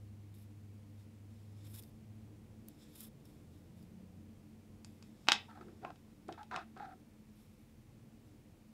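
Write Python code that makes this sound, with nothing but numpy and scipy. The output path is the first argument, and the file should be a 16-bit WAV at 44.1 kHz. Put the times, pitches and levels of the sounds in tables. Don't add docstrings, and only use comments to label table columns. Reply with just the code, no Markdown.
import sys
import numpy as np
from scipy import signal
from scipy.fft import rfft, irfft, next_fast_len
from scipy.io import wavfile

SR = 44100
rng = np.random.default_rng(int(sys.argv[2]) if len(sys.argv) > 2 else 0)


def rack_gain(trim_db):
    fader = np.asarray(trim_db, float)
    return 10 ** (fader / 20)


def master(y):
    cut = np.clip(np.atleast_2d(y).T, -1, 1)
    pcm = np.round(cut * 32767)
    wavfile.write(sys.argv[1], SR, pcm.astype(np.int16))


N = 384983


def unit(x):
    return x / np.sqrt(np.mean(x ** 2) + 1e-20)


def along(points, hz):
    f, v = np.transpose(points)
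    return np.interp(np.log(hz + 1), np.log(f + 1), v)


def curves(rows):
    s, *cols = np.transpose(rows)
    return [np.interp(np.arange(N) / SR, s, c) for c in cols]


def wobble(rate):
    knots = rng.standard_normal(int(N * rate / SR) + 4)
    return np.interp(np.arange(N) * rate / SR, np.arange(len(knots)), knots)


def filtered(x, response):
    m = next_fast_len(N + 8192, real=True)
    return irfft(rfft(x, m) * response(np.fft.rfftfreq(m, 1 / SR)), m)[..., :N]


def body(modes):
    def response(f):
        total = 0
        for k, (center, width, db) in enumerate(modes):
            damping = 1j * f * width
            total = total + (-1) ** k * rack_gain(db) * damping / (center * center - f * f + damping)
        return total
    return response


def friction(gain, modes, grit_db, rate, count=1):
    grip = unit(rack_gain(grit_db * wobble(rate)) * rng.standard_normal(N))
    ring = body(modes)
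    power = np.mean(np.abs(ring(np.arange(0, SR / 2, 2.))) ** (2 * count))
    return filtered(gain * grip, lambda hz: ring(hz) ** count) / np.sqrt(power)


def swells(rows, rise_db, fall_db):
    fade_s = 0.0086
    gains = np.zeros((len(rows[0]) - 3, N))
    for start, top, end, db, *tone_db in rows:
        span = np.arange(round(start * SR), round(end * SR))
        t = span / SR
        shape = rack_gain(np.interp(t, [start, top, end], [-rise_db, 0, -fall_db]))
        shape = shape * np.clip((t - start) / min(fade_s, top - start), 0, 1)
        levels_db = [db] + [db + d for d in tone_db]
        gains[:, span] += rack_gain(levels_db)[:, None] * shape
    return gains


def blows(rows, contact_s):
    out, t = np.zeros((len(rows[0]) - 1, N + SR)), np.arange(256) / SR
    for s, *levels_db in rows:
        burst = (1 + 0.53 * rng.standard_normal(len(t))) * np.exp(-t / contact_s)
        i = round(s * SR)
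        out[:, i:i + len(t)] += rack_gain(levels_db)[:, None] * burst / np.linalg.norm(burst)
    return out[:, :N]


def blade_strokes():
    # start, hardest moment and end in seconds, pressure in dB, edge fizz over the flex in dB.
    smears = [(.335, .35, 0.4, -73.5, 2), (.37, .422, 0.46, -76, 3), (.96, 1.0, 1.06, -75.5, -8),
              (1.29, 1.306, 2.1, -80, -8), (1.56, 1.678, 1.68, -68.5, -10), (1.64, 1.71, 1.9, -74.5, 8.5),
              (1.73, 1.745, 1.76, -64, -10), (1.74, 1.794, 1.804, -62, 5.5), (1.81, 1.84, 1.85, -75, -6),
              (2.66, 2.68, 2.98, -76, -7), (2.78, 2.824, 2.9, -69, -12), (2.88, 2.96, 2.97, -68.5, -3),
              (2.95, 3.014, 3.087, -61.5, 6), (3.02, 3.052, 3.057, -72, 5), (3.235, 3.256, 3.52, -76, -4),
              (3.5, 3.54, 3.7, -80, -2), (3.74, 3.784, 3.92, -78, -2), (4.85, 4.856, 5.1, -77.5, -3),
              (5.03, 5.035, 5.4, -80, -10), (5.14, 5.26, 6.3, -76, -17), (7.3, 7.402, 7.55, -77, 0),
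              (7.5, 7.6, 7.85, -86, 1.5), (8.2, 8.268, 8.4, -81, -13)]
    # resonance in Hz, width in Hz, level in dB.
    blade_modes = [(1190, 1200, -7), (2440, 500, -3), (3600, 500, 1), (5300, 400, 0.5), (7450, 1200, -5)]
    edge_modes = [(8650, 900, -3.5), (9800, 900, 0.5), (11750, 1410, 1.5), (13870, 1300, -3),
                  (15100, 800, -5)]
    flex, fizz = swells(smears, rise_db=13.5, fall_db=13)
    return friction(flex, blade_modes, grit_db=0.5, rate=230) + friction(fizz, edge_modes, grit_db=2.5, rate=170)


def paint_ticks():
    # time in seconds, peak in dB, pitch in Hz, time to fall 60 dB in seconds.
    releases = [(0.3422, -57, 3790, 0.006), (1.7414, -48, 11800, 0.0061), (1.7514, -46, 12700, 0.006),
                (1.7605, -42, 11800, 0.006), (1.825, -48, 13900, 0.006), (1.8362, -48, 4730, 0.0074),
                (2.6854, -36.5, 12000, 0.0044), (3.0064, -39, 11400, 0.0066), (3.0684, -62, 2600, 0.006),
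                (3.254, -59.5, 5480, 0.035), (3.827, -60, 4700, 0.019)]
    out, t = np.zeros(N + SR), np.arange(2048) / SR
    for s, db, hz, t60 in releases:
        crack = np.diff(rng.standard_normal(len(t) + 1)) * 0.58
        tone = 0.63 * np.sin(2 * np.pi * hz * t)
        i = round(s * SR)
        out[i:i + len(t)] += rack_gain(db - 60 * t / t60) * (crack + tone)
    return out[:N]


def knife_drop():
    # time in seconds, strength in dB, middle over the handle in dB, tip over the handle in dB.
    light_taps = [(4.8467, -54.5, -1.5, 10.5), (5.0256, -56, -4.5, 6.5), (5.2713, -43.5, -5, -14),
                  (5.282, -38, -13, -19), (5.849, -42, -18, -30), (5.905, -57, -2, -15),
                  (5.9582, -63, 4, -6), (6.283, -66, 7, 14.5), (6.325, -56.5, 12, 3), (6.431, -59.5, 8, 1),
                  (6.5127, -53, -4, -8), (6.5617, -32.5, -4, -13.5), (6.7612, -64, -2, -3),
                  (6.775, -61, 1.5, 7)]
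    landings = [
        (5.2858, -13.5, 0.1, -25),
        (5.3193, -18.5, 6.5, -3),
    ]
    # resonance in Hz, width in Hz, level in dB.
    low_modes = [(150, 196, -20), (374.4, 200, -9), (634, 200, -15.5), (830, 252.5, 6.5), (1396, 450, -6),
                 (1912, 500, -1.5), (2620, 401, 5)]
    mid_modes = [(2060, 500, -4.5), (3174, 400, -2), (3702, 360, 2.5), (4500, 500, -3.5), (5030, 700, -4)]
    high_modes = [(4743, 640, -1.5), (5700, 500, -3), (5932, 400, -4.5), (6966, 490, -2.5), (7550, 290, -2),
                  (8394, 600, -5), (9400, 900, -8), (11000, 1100, -14.5), (13500, 2000, -23)]
    # pitch in Hz, level in dB, time to fall 60 dB in seconds.
    ringing = [(860, -1.5, 0.079), (1332, -2.5, .1), (1600, -1.5, 0.077), (1820, -8, 0.065),
               (2585, -.5, 0.2093), (3050, -4, .12), (3330, -7, 0.092), (3720, -4, 0.12),
               (5040, -8.5, 0.089)]
    rattles = []
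    for s, db, mid_db, tip_db in landings:
        for k in range(3):
            rattles.append((s + .0095 + .0043 * k, db - 15 - 6 * k, mid_db, tip_db))
    contacts = [(s, db, db + mid_db, db + tip_db) for s, db, mid_db, tip_db in light_taps + landings + rattles]
    low, mid, high = rack_gain(17.5) * blows(contacts, contact_s=.00006)
    knock = filtered(low, body(low_modes))
    knock = knock + rack_gain(5) * filtered(mid, body(mid_modes))
    knock = knock + rack_gain(6.5) * filtered(high, body(high_modes))
    thin = [(hz, 2.07 / t60, db + 20 * np.log10(t60)) for hz, db, t60 in ringing]
    return knock + rack_gain(17.0) * filtered(low + mid, body(thin))


def rim_catches():
    # start, hardest moment and end in seconds, pressure in dB, pitch at the start in Hz.
    grabs = [(5.478, 5.5, 5.53, -62, 920), (5.56, 5.578, 5.59, -63, 860), (5.858, 5.87, 5.89, -58, 1080),
             (6.284, 6.295, 6.325, -49, 730), (6.375, 6.392, 6.438, -51, 890),
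             (6.514, 6.545, 6.556, -47, 1010), (6.555, 6.564, 6.59, -47, 1110),
             (6.797, 6.83, 6.9, -52, 840), (6.905, 6.93, 6.942, -57, 780)]
    sag_per_s = 1.3
    stutter_per_s = 150
    hz, t = np.zeros(N), np.arange(N) / SR
    for start, _, _, _, first_hz in grabs:
        i = round(start * SR)
        hz[i:] = first_hz * (1 - sag_per_s * (t[i:] - start))
    gain, = swells([row[:4] for row in grabs], rise_db=2, fall_db=7.5)
    stutter = rack_gain(5 * wobble(stutter_per_s))
    phase = 2 * np.pi * np.cumsum(hz) / SR + 1.1 * wobble(stutter_per_s)
    return np.sqrt(2) * gain * stutter * np.sin(phase)


def pot():
    # start, hardest moment and end in seconds, pressure in dB, walls over the cavity in dB. A row
    scrapes = [(5.488, 5.494, 5.6, -67, 9.5), (5.545, 5.578, 5.65, -65.5, 1),
               (5.606, 5.612, 5.635, -66.5, 10.5), (5.62, 5.648, 5.63, -57.5, -3),
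               (5.822, 5.848, 5.95, -47.5, -9), (5.895, 5.906, 5.89, -59, 3), (6.28, 6.292, 6.34, -53.5, 0),
               (6.33, 6.35, 6.37, -69, 8), (6.37, 6.4, 6.45, -58, 5.5), (6.508, 6.514, 6.63, -48.5, 6),
               (6.535, 6.564, 6.64, -52, 5), (6.59, 6.605, 6.63, -67.5, 6), (6.76, 6.785, 6.82, -57.5, 3.5),
               (6.79, 6.8, 6.87, -59, 9), (6.81, 6.85, 6.94, -62.5, 6), (6.87, 6.925, 6.941, -69, 4)]
    # start, hardest moment and end in seconds, push in dB. A row that ends
    pushes = [(5.53, 5.58, 5.3, -62), (5.59, 5.688, 5.8, -59), (5.81, 5.847, 5.91, -53),
              (5.89, 5.905, 5.7, -54), (6.275, 6.292, 6.36, -52), (6.505, 6.56, 6.64, -53.5),
              (6.755, 6.77, 6.97, -60)]
    # time in seconds, cavity in dB, wall tones in dB.
    hits = [(5.4905, -49, -47.5), (5.575, -47, -52), (5.6105, -47, -38.5), (5.684, -63, -46.5),
            (5.8495, -29.5, -30), (5.9045, -37.5, -39), (6.2905, -34, -42), (6.5125, -41, -29),
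            (6.543, -39, -24), (6.574, -34, -40), (6.766, -42.5, -55), (6.799, -45, -35)]
    # resonance in Hz, width in Hz, level in dB.
    cavity_modes = [(744, 128, 0)]
    rim_modes = [(870, 29, -2), (1050, 82, -4)]
    wall_modes = [(1303, 100, 3.5), (1594, 80, 1.5), (1800, 230, -7), (2680, 420, -18), (3500, 1100, -18.5)]
    thud_modes = [(136, 53, -4.5), (366, 86, 1.5)]
    cavity, walls = swells(scrapes, rise_db=5, fall_db=20.5)
    thud, = swells(pushes, rise_db=3, fall_db=11.5)
    drag = friction(rack_gain(0.5) * cavity, cavity_modes, grit_db=3.5, rate=140, count=2) + rim_catches()
    drag = drag + friction(rack_gain(-3.0) * walls, wall_modes, grit_db=3, rate=160)
    drag = drag + friction(thud, thud_modes, grit_db=0.5, rate=62)
    plain, tone = blows(hits, contact_s=.00015)
    knocks = rack_gain(24) * filtered(plain, body(cavity_modes + rim_modes))
    knocks = knocks + rack_gain(16.5) * filtered(tone, body(wall_modes))
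    soft_hz = 5000
    return signal.sosfilt(signal.butter(2, soft_hz, fs=SR, output="sos"), drag + knocks)


def table_echoes(x):
    def late(s):
        return np.pad(x, (round(s * SR), 0))[:N]
    return x + .45 * late(0.00068) + 0.3 * late(0.00129) - 0.18 * late(.0021) + .25 * late(.0034)


def room(x):
    # frequency in Hz, time to fall 60 dB in seconds.
    decay = [(400, 0.42), (1000, 0.2025), (2800, 0.25), (7000, .16), (14000, 0.085)]
    hz, t, z = signal.stft(rng.standard_normal(SR // 2), SR, nperseg=256)
    tail = signal.istft(z * rack_gain(-60 * t / along(decay, hz)[:, None]), SR, nperseg=256)[1]
    return signal.fftconvolve(np.pad(x, (90, 0)), tail / np.linalg.norm(tail))[:N]


def hum(rows, order, upper_db, unsteady_db):
    hz, low_db = curves(rows)
    t = np.arange(N) / SR
    heard = np.clip(np.minimum(t - rows[0][0], rows[-1][0] - t) / .05 + .5, 0, 1)
    turn = 2 * np.pi * np.cumsum(hz) / SR
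    low = rack_gain(low_db + unsteady_db * wobble(7)) * np.sin(turn)
    high = rack_gain(low_db + upper_db + 4 * wobble(4)) * np.sin(order * turn + 0.5 * wobble(5.2))
    return np.sqrt(2) * heard * (low + high)


def engines():
    # time in seconds, firing pitch in Hz, level in dB.
    first = [(0.0, 101.5, -54), (1.16, 100.4, -56.5), (1.75, 103, -53.5), (1.89, 104, -66.5),
             (2.13, 104.7, -53.5), (2.3, 106.9, -62.5), (2.6, 109, -60), (2.89, 110.6, -80),
             (3.2, 114.5, -65)]
    second = [(0.0, 73, -61), (0.51, 73.3, -72.5), (1.58, 75.9, -70), (3.2, 82, -73.5), (3.45, 87.1, -66),
              (4.17, 92.2, -56.5), (4.52, 94.1, -66), (5.11, 94.16, -64.5), (5.69, 93.1, -68),
              (6.67, 86.2, -66.5), (7.0, 85.6, -79)]
    return hum(first, order=2, upper_db=-19, unsteady_db=1.5) + hum(second, order=2, upper_db=-7.5, unsteady_db=2.5)


def machine_drone():
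    # time in seconds, pitch in Hz, level in dB.
    glide = [(1.8, 48.4, -79), (2.94, 51.6, -78), (6.1, 44.33, -76), (8.13, 38.36, -74.5),
             (8.73, 37.85, -77)]
    return hum(glide, order=3, upper_db=-5, unsteady_db=2.0)


def traffic(busy_db):
    # resonance in Hz, width in Hz, level in dB.
    roar = [(95, 63, 0)]
    return friction(rack_gain(-67 + 0.41 * busy_db), roar, grit_db=3.5, rate=3.3, count=2)


def room_rumble(busy_db):
    # frequency in Hz, level in dB per Hz.
    spectrum = [(15, -33), (25, -19), (45, -13), (70, -18.5), (110, -10), (170, -14), (260, -25.5),
                (330, -20.5), (420, -27), (700, -29.5), (1500, -48.5), (4000, -90.5)]
    # resonance in Hz, width in Hz, level in dB.
    waves = [(138, 5.6, -1.5), (298.4, 7.6, 16.5), (432.2, 16, 6), (502, 17, 6.5)]
    strongest = [(217.5, 11, 0)]

    def boom(hz):
        return rack_gain(along(spectrum, hz)) * (1 + np.abs(body(waves)(hz)))
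    sway_db = 0.9 * wobble(3.8)
    rumble = rack_gain(-64 + busy_db + sway_db) * unit(filtered(rng.standard_normal(N), boom))
    return rumble + friction(rack_gain(-63 + 0.39 * busy_db), strongest, grit_db=-0.7, rate=5)


def microphone_hiss():
    # frequency in Hz, level in dB per Hz.
    spectrum = [(300, -16), (800, 2.5), (1500, -2.5), (2300, 0), (3500, -5), (8000, -7.5), (15000, -11),
                (20000, -14)]
    return rack_gain(-75) * unit(filtered(rng.standard_normal(N), lambda hz: rack_gain(along(spectrum, hz))))


def background():
    # time in seconds, level over its usual in dB.
    street = [(0, -1.5), (1.1, -0.5), (1.8, 2.5), (3.4, 2), (4.1, 2), (4.9, 1.5), (6.3, 1), (7.6, -2),
              (8.1, 0.5), (8.73, -1.5)]
    busy_db, = curves(street)
    return engines() + machine_drone() + traffic(busy_db) + room_rumble(busy_db) + microphone_hiss()


def scene():
    fall = knife_drop()
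    near = blade_strokes() + paint_ticks() + pot()
    reverb = room(rack_gain(-9.5) * fall + rack_gain(-18.5) * near)
    return (table_echoes(fall) + near + reverb + background())[None]


def top_cut(x):
    return signal.sosfilt(signal.butter(12, 16650, fs=SR, output="sos"), x)


def record(dry):
    # frequency in Hz, gain in dB.
    band_limit = [(15700, 0), (15850, -22), (16620, -22), (16660, -120)]
    mix = filtered(dry, lambda hz: rack_gain(along(band_limit, hz)))
    return top_cut(mix)


dry = scene()
out = record(dry)
master(out)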